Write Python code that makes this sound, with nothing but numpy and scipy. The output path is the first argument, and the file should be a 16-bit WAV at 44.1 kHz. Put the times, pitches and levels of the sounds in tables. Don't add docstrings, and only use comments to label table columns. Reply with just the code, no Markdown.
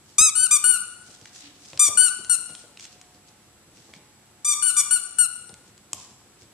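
import sys
import numpy as np
from scipy import signal
from scipy.fft import rfft, irfft
from scipy.io import wavfile

SR = 44100
rng = np.random.default_rng(int(sys.argv[2]) if len(sys.argv) > 2 else 0)


def inscribe(sig):
    pcm = np.round(np.clip(np.atleast_2d(sig).T, -1, 1) * 32767)
    wavfile.write(sys.argv[1], SR, pcm.astype(np.int16))


N = 287973
TIME = np.arange(N) / SR

# (frequency [Hz], relative level [dB])
AIR_COLOR = [(18, -57), (30, -17), (110, -1.5), (227, -8), (362, -5.5), (445, -13), (481, -10), (640, -13),
             (729, -13), (1360, -14), (1630, -15.5), (5960, -19), (8140, -15.5), (13700, -26.5),
             (14800, -48)]
# (frequency [Hz], likeness [-1 to 1])
AIR_LIKENESS = [(60, 1), (130, 1), (290, 0.89), (630, 0.46), (1370, 0.59), (3000, 0.13), (6550, -0.35),
                (14300, -0.19)]
# (pitch [Hz], width [Hz], level [dB])
WHINE_TONES = [(210, 19, -70), (723, 2.5, -72), (853, 3.8, -74.5), (7850, 190, -69)]
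# (frequency [Hz], time [s])
ROOM_FADE = [(100, .6), (1400, 0.93), (3000, 0.7), (6000, 0.97), (9000, 0.71), (14000, 0.23)]
# (frequency [Hz], level [dB])
ROOM_LEVELS = [(100, -17.5), (900, -2.5), (1400, -9), (3000, -8), (6000, -12), (9000, -15.5), (11000, -8.5),
               (14000, -6.5)]
# (middle time [s], half length [s], level [dB], center frequency [Hz])
SLIDES = [(0.097, 0.11, -57, 6500), (1.111, 0.12, -50.5, 6000), (1.271, 0.06, -51, 5000),
          (1.377, 0.078, -45.5, 6340), (1.448, 0.097, -49.5, 3260), (1.688, .15, -49, 6000),
          (2.601, .09, -54, 5270), (2.834, .071, -45, 5550), (3.847, 0.19, -58, 5000),
          (5.996, 0.11, -47.5, 6500)]
# (time [s], level [dB], treble limit [Hz])
LANDINGS = [(1.086, -44, 393), (1.731, -40.5, 710), (1.752, -48, 137.8), (1.884, -35, 490),
            (1.949, -45, 280), (2.187, -44.5, 280), (2.493, -45, 700), (2.637, -45.5, 593),
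            (3.661, -53, 200), (3.889, -46.5, 510), (5.494, -44.5, 603), (5.52, -49.5, 184),
            (5.932, -44.5, 152)]
# (time [s], level [dB], ring pitch [Hz])
CLAW_TICKS = [(1.2565, -30.5, 2305), (1.36, -32.5, 6140), (1.732, -29.5, 2700), (1.7749, -21.5, 4200),
              (2.247, -26, 6160), (2.5509, -26, 7000), (2.773, -28.5, 2530), (2.7968, -28, 6200),
              (2.842, -32, 4800), (2.8527, -29, 6700), (3.014, -31, 6700), (3.937, -30.5, 1650),
              (5.493, -36.5, 4000), (5.541, -28, 7100), (5.778, -38, 7000)]
# (start [s], end [s])
WALKS = [(1.1, 4.0), (5.5, 6.5)]
# (time [s], relative level [dB])
CLICK_HITS = [(5.9315, -4), (5.9333, -7), (5.946, -19)]
# (pitch [Hz], width [Hz], relative level [dB])
CLICK_RINGS = [(1120, 200, -8), (3530, 2800, -16), (6720, 1500, 2), (8400, 1700, -21)]
# (time [s], relative thud level [dB], relative crackle level [dB])
POPS = [(0.2105, -31, -24), (0.2140, -35.5, -21)]
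# (frequency [Hz], relative level [dB])
SQUEEZE_COLOR = [(1200, -16.5), (2400, -16), (3600, -16.5), (4800, -19), (6000, -13), (7200, -5.5),
                 (8400, -3), (9500, -8.5), (10700, -28), (12000, -27.5), (14000, -49)]
# (frequency [Hz], relative level [dB])
REFILL_COLOR = [(1450, -24.5), (2950, -26.5), (4400, -26.5), (5900, -32), (7400, -18), (8800, -2),
                (10300, -17), (11800, -29.5), (13500, -48)]
# (frequency [Hz], change on the right [dB])
RIGHT_SHADE = [(1200, 3), (4400, 1.5), (6100, 8), (7400, -4), (8500, -13.5), (9600, -11), (11500, -13.5),
               (13000, -26.5)]
# (time [s], boost [dB])
WALL_BOOST = [(.2, -2), (.65, 4.5), (2, 3), (4.45, 9), (4.8, 4.5), (5.2, 3)]
# (time [s], length [s], top pitch [Hz], share spent rising [0 to 1], level [dB],
# low harmonics boost [dB], swell [dB], treble tilt [dB per octave], hoarseness [dB])
TOY_SQUEAKS = [(0.182, 0.12, 1295, 0.47, -10.5, -5.5, -1.5, 1, -24),
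               (0.352, 0.12, 1507, 0.75, -9.5, -3.5, 11.5, -4.5, -9),
               (0.509, 0.067, 1216, 0.3, -11.5, -6.5, 2.5, 4.5, -6),
               (0.639, 0.14, 1477, 0.37, -13, 5, -3.5, 7.5, -3),
               (1.793, 0.098, 1201, .23, -11.5, -9, 0, 3.5, 11),
               (1.972, .123, 1494, 0.45, -9, 2.5, -1, -1.5, 3.5),
               (2.295, 0.063, 1440, 0.27, -8.5, -5, 2, -2.5, 7),
               (4.446, 0.097, 1199, 0.43, -17, -8.5, 7, 0, 3.5),
               (4.623, .093, 1483, 0.42, -11.5, -0.5, 5.5, 0, -1.5),
               (4.765, 0.052, 1187, 0.2, -12.5, -10, 6.5, 7, 11),
               (4.908, 0.072, 1477, 0.4, -11, 1, -2, 2.5, -13),
               (5.184, 0.077, 1453, 0.18, -11, 0, 0, 2, -4)]
# (start pitch [Hz], end pitch [Hz])
SQUEEZE_PITCHES = (1174, 1080)
REFILL_PITCHES = (1446, 1270)


def from_db(db):
    return 10 ** (np.asarray(db) / 20)


def rms_one(x):
    return x / np.sqrt(np.mean(x ** 2) + 1e-20)


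def at_hz(points, hz):
    return np.interp(np.log(np.maximum(hz, 1)), *np.transpose([(np.log(f), v) for f, v in points]))


def add(out, s, sound):
    at = int(s * SR)
    out[..., at:at + sound.shape[-1]] += sound[..., :N - at]


def panned(x, pan_db):
    return x * from_db([[pan_db / 2], [-pan_db / 2]])


def lowpass(x, hz, order=2):
    return signal.sosfilt(signal.butter(order, min(hz, SR / 2 - 100), fs=SR, output="sos"), x)


def resonance(x, hz, width_hz):
    r = np.exp(-np.pi * width_hz / SR)
    feedback = [1, -2 * r * np.cos(2 * np.pi * hz / SR), r * r]
    return signal.lfilter(np.array([1, 0, -1]) * (1 - r * r) / 2, feedback, x)


def wobble(size, hz):
    return rms_one(lowpass(rng.standard_normal(2 * size), hz)[size:])


def burst(fade_s, size):
    return rng.standard_normal(size) * from_db(-60 * TIME[:size] / fade_s)


def paired_noise(size, alike):
    mid, side = rfft(rng.standard_normal((2, size)))
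    return np.sqrt((1 + alike) / 2) * mid + np.sqrt((1 - alike) / 2) * side * [[1], [-1]]


def narrow_tone(hz, width_hz):
    return rms_one(resonance(resonance(rng.standard_normal(N + SR), hz, width_hz), hz, width_hz)[SR:])


def air(level_db=-56):
    hz = np.arange(N // 2 + 1) * SR / N
    alike = np.clip(at_hz(AIR_LIKENESS, hz), -.88, .88)
    noise = irfft(paired_noise(N, alike) * from_db(at_hz(AIR_COLOR, hz)), N)
    whines = sum(from_db(db) * narrow_tone(pitch, width) for pitch, width, db in WHINE_TONES)
    return from_db(level_db) * rms_one(noise) + whines


def drone(start_s=1.42, rise_s=0.019, fade_s=0.64, level_db=-50.5):
    t = np.maximum(TIME - start_s, 0)
    loudness = np.minimum(t / rise_s, 1) * from_db(level_db - 60 * t / fade_s)
    return loudness * narrow_tone(hz=288, width_hz=18)


def room(x, first_echo_s=0.0024, build_s=0.0053, mic_gap_m=0.043):
    t, hz = TIME[:SR], np.arange(SR // 2 + 1)
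    noise = paired_noise(SR, np.sinc(2 * hz * mic_gap_m / 343))
    build_up = np.clip((t - first_echo_s) / build_s, 0, 1)
    edges = np.r_[0, np.geomspace(200, 16000, 14)]
    echo = np.zeros((2, SR))
    for low, high in zip(edges, edges[1:]):
        center = (low + high) / 2
        fade = build_up * from_db(-60 * t / at_hz(ROOM_FADE, center))
        band = irfft(noise * ((hz >= low) & (hz < high)), SR)
        echo += band * fade / np.sqrt(np.sum(fade ** 2)) * from_db(at_hz(ROOM_LEVELS, center))
    return signal.fftconvolve(x, echo, axes=1)[:, :N]


def light_steps(steps_per_s=3.5, spread_db=3):
    chance = rng.uniform(-1, 1, (64, 2))
    steps = [((k + shift / 2) / steps_per_s, spread_db * weight)
             for k, (shift, weight) in enumerate(chance)]
    return [(s, db) for s, db in steps if any(start < s < end for start, end in WALKS)]


def brushes(steps, step_s=0.042, step_db=-57.5, step_hz=5600, grain_db=3.0):
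    out = np.zeros((2, N))
    for s, half_s, db, hz in SLIDES + [(s, step_s, step_db + db, step_hz) for s, db in steps]:
        size = min(int(2 * half_s * SR), SR // 2)
        rubbing = rng.standard_normal((2, SR // 2)) * from_db(grain_db * wobble(SR // 2, hz=150))
        rubbing = lowpass(resonance(rubbing[:, :size], hz, width_hz=hz), 8100, order=4)
        add(out, max(s - half_s, 0), from_db(db) * rms_one(rubbing) * np.hanning(size))
    return out


def thumps(steps, step_db=-52.5, step_hz=220, fade_cycles=41.4, rise_s=0.002, lowest_hz=78):
    out, t = np.zeros(N), TIME[:SR // 3]
    for s, db, hz in LANDINGS + [(s, step_db + db, step_hz) for s, db in steps]:
        fade_s = fade_cycles / hz
        add(out, s, wobble(len(t), hz) * from_db(db - 60 * t / fade_s) * np.minimum(t / rise_s, 1))
    knock = from_db(-8) * resonance(out, hz=440, width_hz=160)
    bass_cut = signal.butter(4, lowest_hz, "high", fs=SR, output="sos")
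    return panned(signal.sosfilt(bass_cut, out + knock), pan_db=0)


def ticks(steps, step_db=-41, step_hz=5500):
    out = np.zeros(N)
    for s, db, hz in CLAW_TICKS + [(s, step_db + db, step_hz) for s, db in steps]:
        contact = burst(fade_s=0.011, size=2000)
        ring = resonance(contact, hz, width_hz=1500)
        crack = from_db(-6.5) * resonance(contact, hz=2690, width_hz=4200)
        tick = lowpass(ring + crack, 8200, order=4)
        add(out, s, tick / np.abs(tick).max() * from_db(db))
    return panned(out, pan_db=0.2)


def sharp_click(trim_db=-0.5):
    hits = np.zeros(N)
    for s, db in CLICK_HITS:
        add(hits, s, from_db(db + trim_db) * burst(fade_s=0.0045, size=1000))
    ringing = sum(from_db(db) * resonance(hits, hz, width) for hz, width, db in CLICK_RINGS)
    return panned(lowpass(ringing, 10100, order=4), pan_db=1)


def pop(thud_s=0.0022):
    out = np.zeros(N)
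    thud = np.sin(np.pi * np.minimum(TIME[:1000] / thud_s, 1))
    for s, thud_db, crackle_db in POPS:
        add(out, s, from_db(crackle_db) * burst(fade_s=0.012, size=1000) - from_db(thud_db) * thud)
    return panned(out, pan_db=12)


def near_echoes(sound, count=4, level_db=-22):
    out = np.zeros((2, SR // 5))
    for delay_s in rng.uniform(.003, .016, count):
        add(out, delay_s, sound * from_db(level_db))
    return out


def reed_breath(phase, progress, hoarse):
    size = len(phase)
    rush = resonance(rng.standard_normal((2, SR // 5)), hz=8500, width_hz=2900)
    rush = resonance(rush, hz=8500, width_hz=2900)
    rush = rms_one(lowpass(rush, 7800, order=6))[:, :size]
    opening = 1 + np.cos(phase) / 2
    rasp = panned(rush, pan_db=10) * opening * from_db(-28) * progress ** 2
    leak = resonance(rng.standard_normal(SR // 5), hz=7500, width_hz=3300)
    leak = rms_one(lowpass(leak, 11000, order=4))[:size] * from_db(-35) * progress
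    spit = from_db(-20.5) * lowpass(burst(fade_s=0.028, size=SR // 5), 10000)[:size]
    return hoarse * (rasp + leak) + spit


def reed_tone(color, pitch, phase, low_db, tilt_db, waver_db=1.6, right_lag_s=-0.000026):
    tone = np.zeros((2, len(pitch)))
    for k in range(1, 13):
        hz = k * pitch
        low_share = 1 / (1 + (hz / 4500) ** 4)
        color_db = at_hz(color, hz) + low_db * low_share + tilt_db * (1 - low_share) * np.log2(hz / 8000)
        angle = k * phase - np.pi * (k / 4) ** 2
        for side, (shade_db, lag_s) in enumerate([(0, 0), (at_hz(RIGHT_SHADE, hz), right_lag_s)]):
            hand_db = waver_db * wobble(SR // 5, hz=25)[:len(pitch)]
            strength = np.sqrt(2) * from_db(color_db + shade_db + hand_db)
            tone[side] += strength * np.cos(angle - 2 * np.pi * hz * lag_s)
    return tone


def squeak(color, start_hz, end_hz, length, top_hz, rise_share, level_db, low_db, swell_db, tilt_db,
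           hoarse_db, chirp_hz=59, chirp_s=0.0013, on_s=0.0016, off_s=0.0023, edge_db=1.5, choke_db=-12):
    t, hoarse = TIME[:int(length * SR)], from_db(hoarse_db)
    progress, size = t / length, len(t)
    climb_left = np.clip(1 - progress / rise_share, 0, 1)
    sag = np.clip((progress - rise_share) / (1 - rise_share), 0, 1) ** 1.9
    pitch = top_hz - (top_hz - start_hz) * climb_left ** 2 - (top_hz - end_hz) * (sag + sag ** 3) / 2
    pitch -= chirp_hz * np.exp(-t / chirp_s)
    out_of_air = progress ** 5
    jitter = (0.001 + 0.0059 * hoarse * out_of_air) * wobble(SR // 5, hz=900)[:size]
    phase = 2 * np.pi * np.cumsum(pitch * (1 + jitter)) / SR
    tone = reed_tone(color, pitch, phase, low_db, tilt_db)
    flutter = 1 + 0.11 * hoarse * progress ** 2 * wobble(SR // 5, hz=500)[:size]
    sound = tone * flutter + reed_breath(phase, progress, hoarse)
    on_off = (1 - np.exp(-t / on_s)) * np.clip((length - t) / off_s, 0, 1)
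    edges = (2 * progress - 1) ** 2
    loudness_db = level_db + swell_db * (progress - .5) + edge_db * edges + choke_db * out_of_air
    return panned(sound, pan_db=1.34) * on_off * from_db(loudness_db)


def toy(refill_from_hz=1370):
    near, to_walls = np.zeros((2, 2, N))
    for s, length, top_hz, *shape in TOY_SQUEAKS:
        squeezing = top_hz < refill_from_hz
        color, pitches = (SQUEEZE_COLOR, SQUEEZE_PITCHES) if squeezing else (REFILL_COLOR, REFILL_PITCHES)
        sound = squeak(color, *pitches, length, top_hz, *shape)
        add(near, s, sound)
        add(near, s, near_echoes(sound))
        add(to_walls, s, sound * from_db(np.interp(s, *np.transpose(WALL_BOOST))))
    return near, to_walls


def scene(floor_echo_db=4.5, click_echo_db=2.0):
    squeaks, to_walls = toy()
    click, steps = sharp_click(), light_steps()
    floor = ticks(steps) + thumps(steps) + brushes(steps) + drone()
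    echoes = room(to_walls + from_db(floor_echo_db) * floor + from_db(click_echo_db) * click)
    return squeaks + click + floor + pop() + echoes + air()


def record(dry, peak_limit=0.88, cutoff_hz=14300):
    treble_cut = signal.ellip(12, .1, 90, cutoff_hz, fs=SR, output="sos")
    return signal.sosfilt(treble_cut, np.clip(dry, -peak_limit, peak_limit))


dry = scene()
out = record(dry)
inscribe(out)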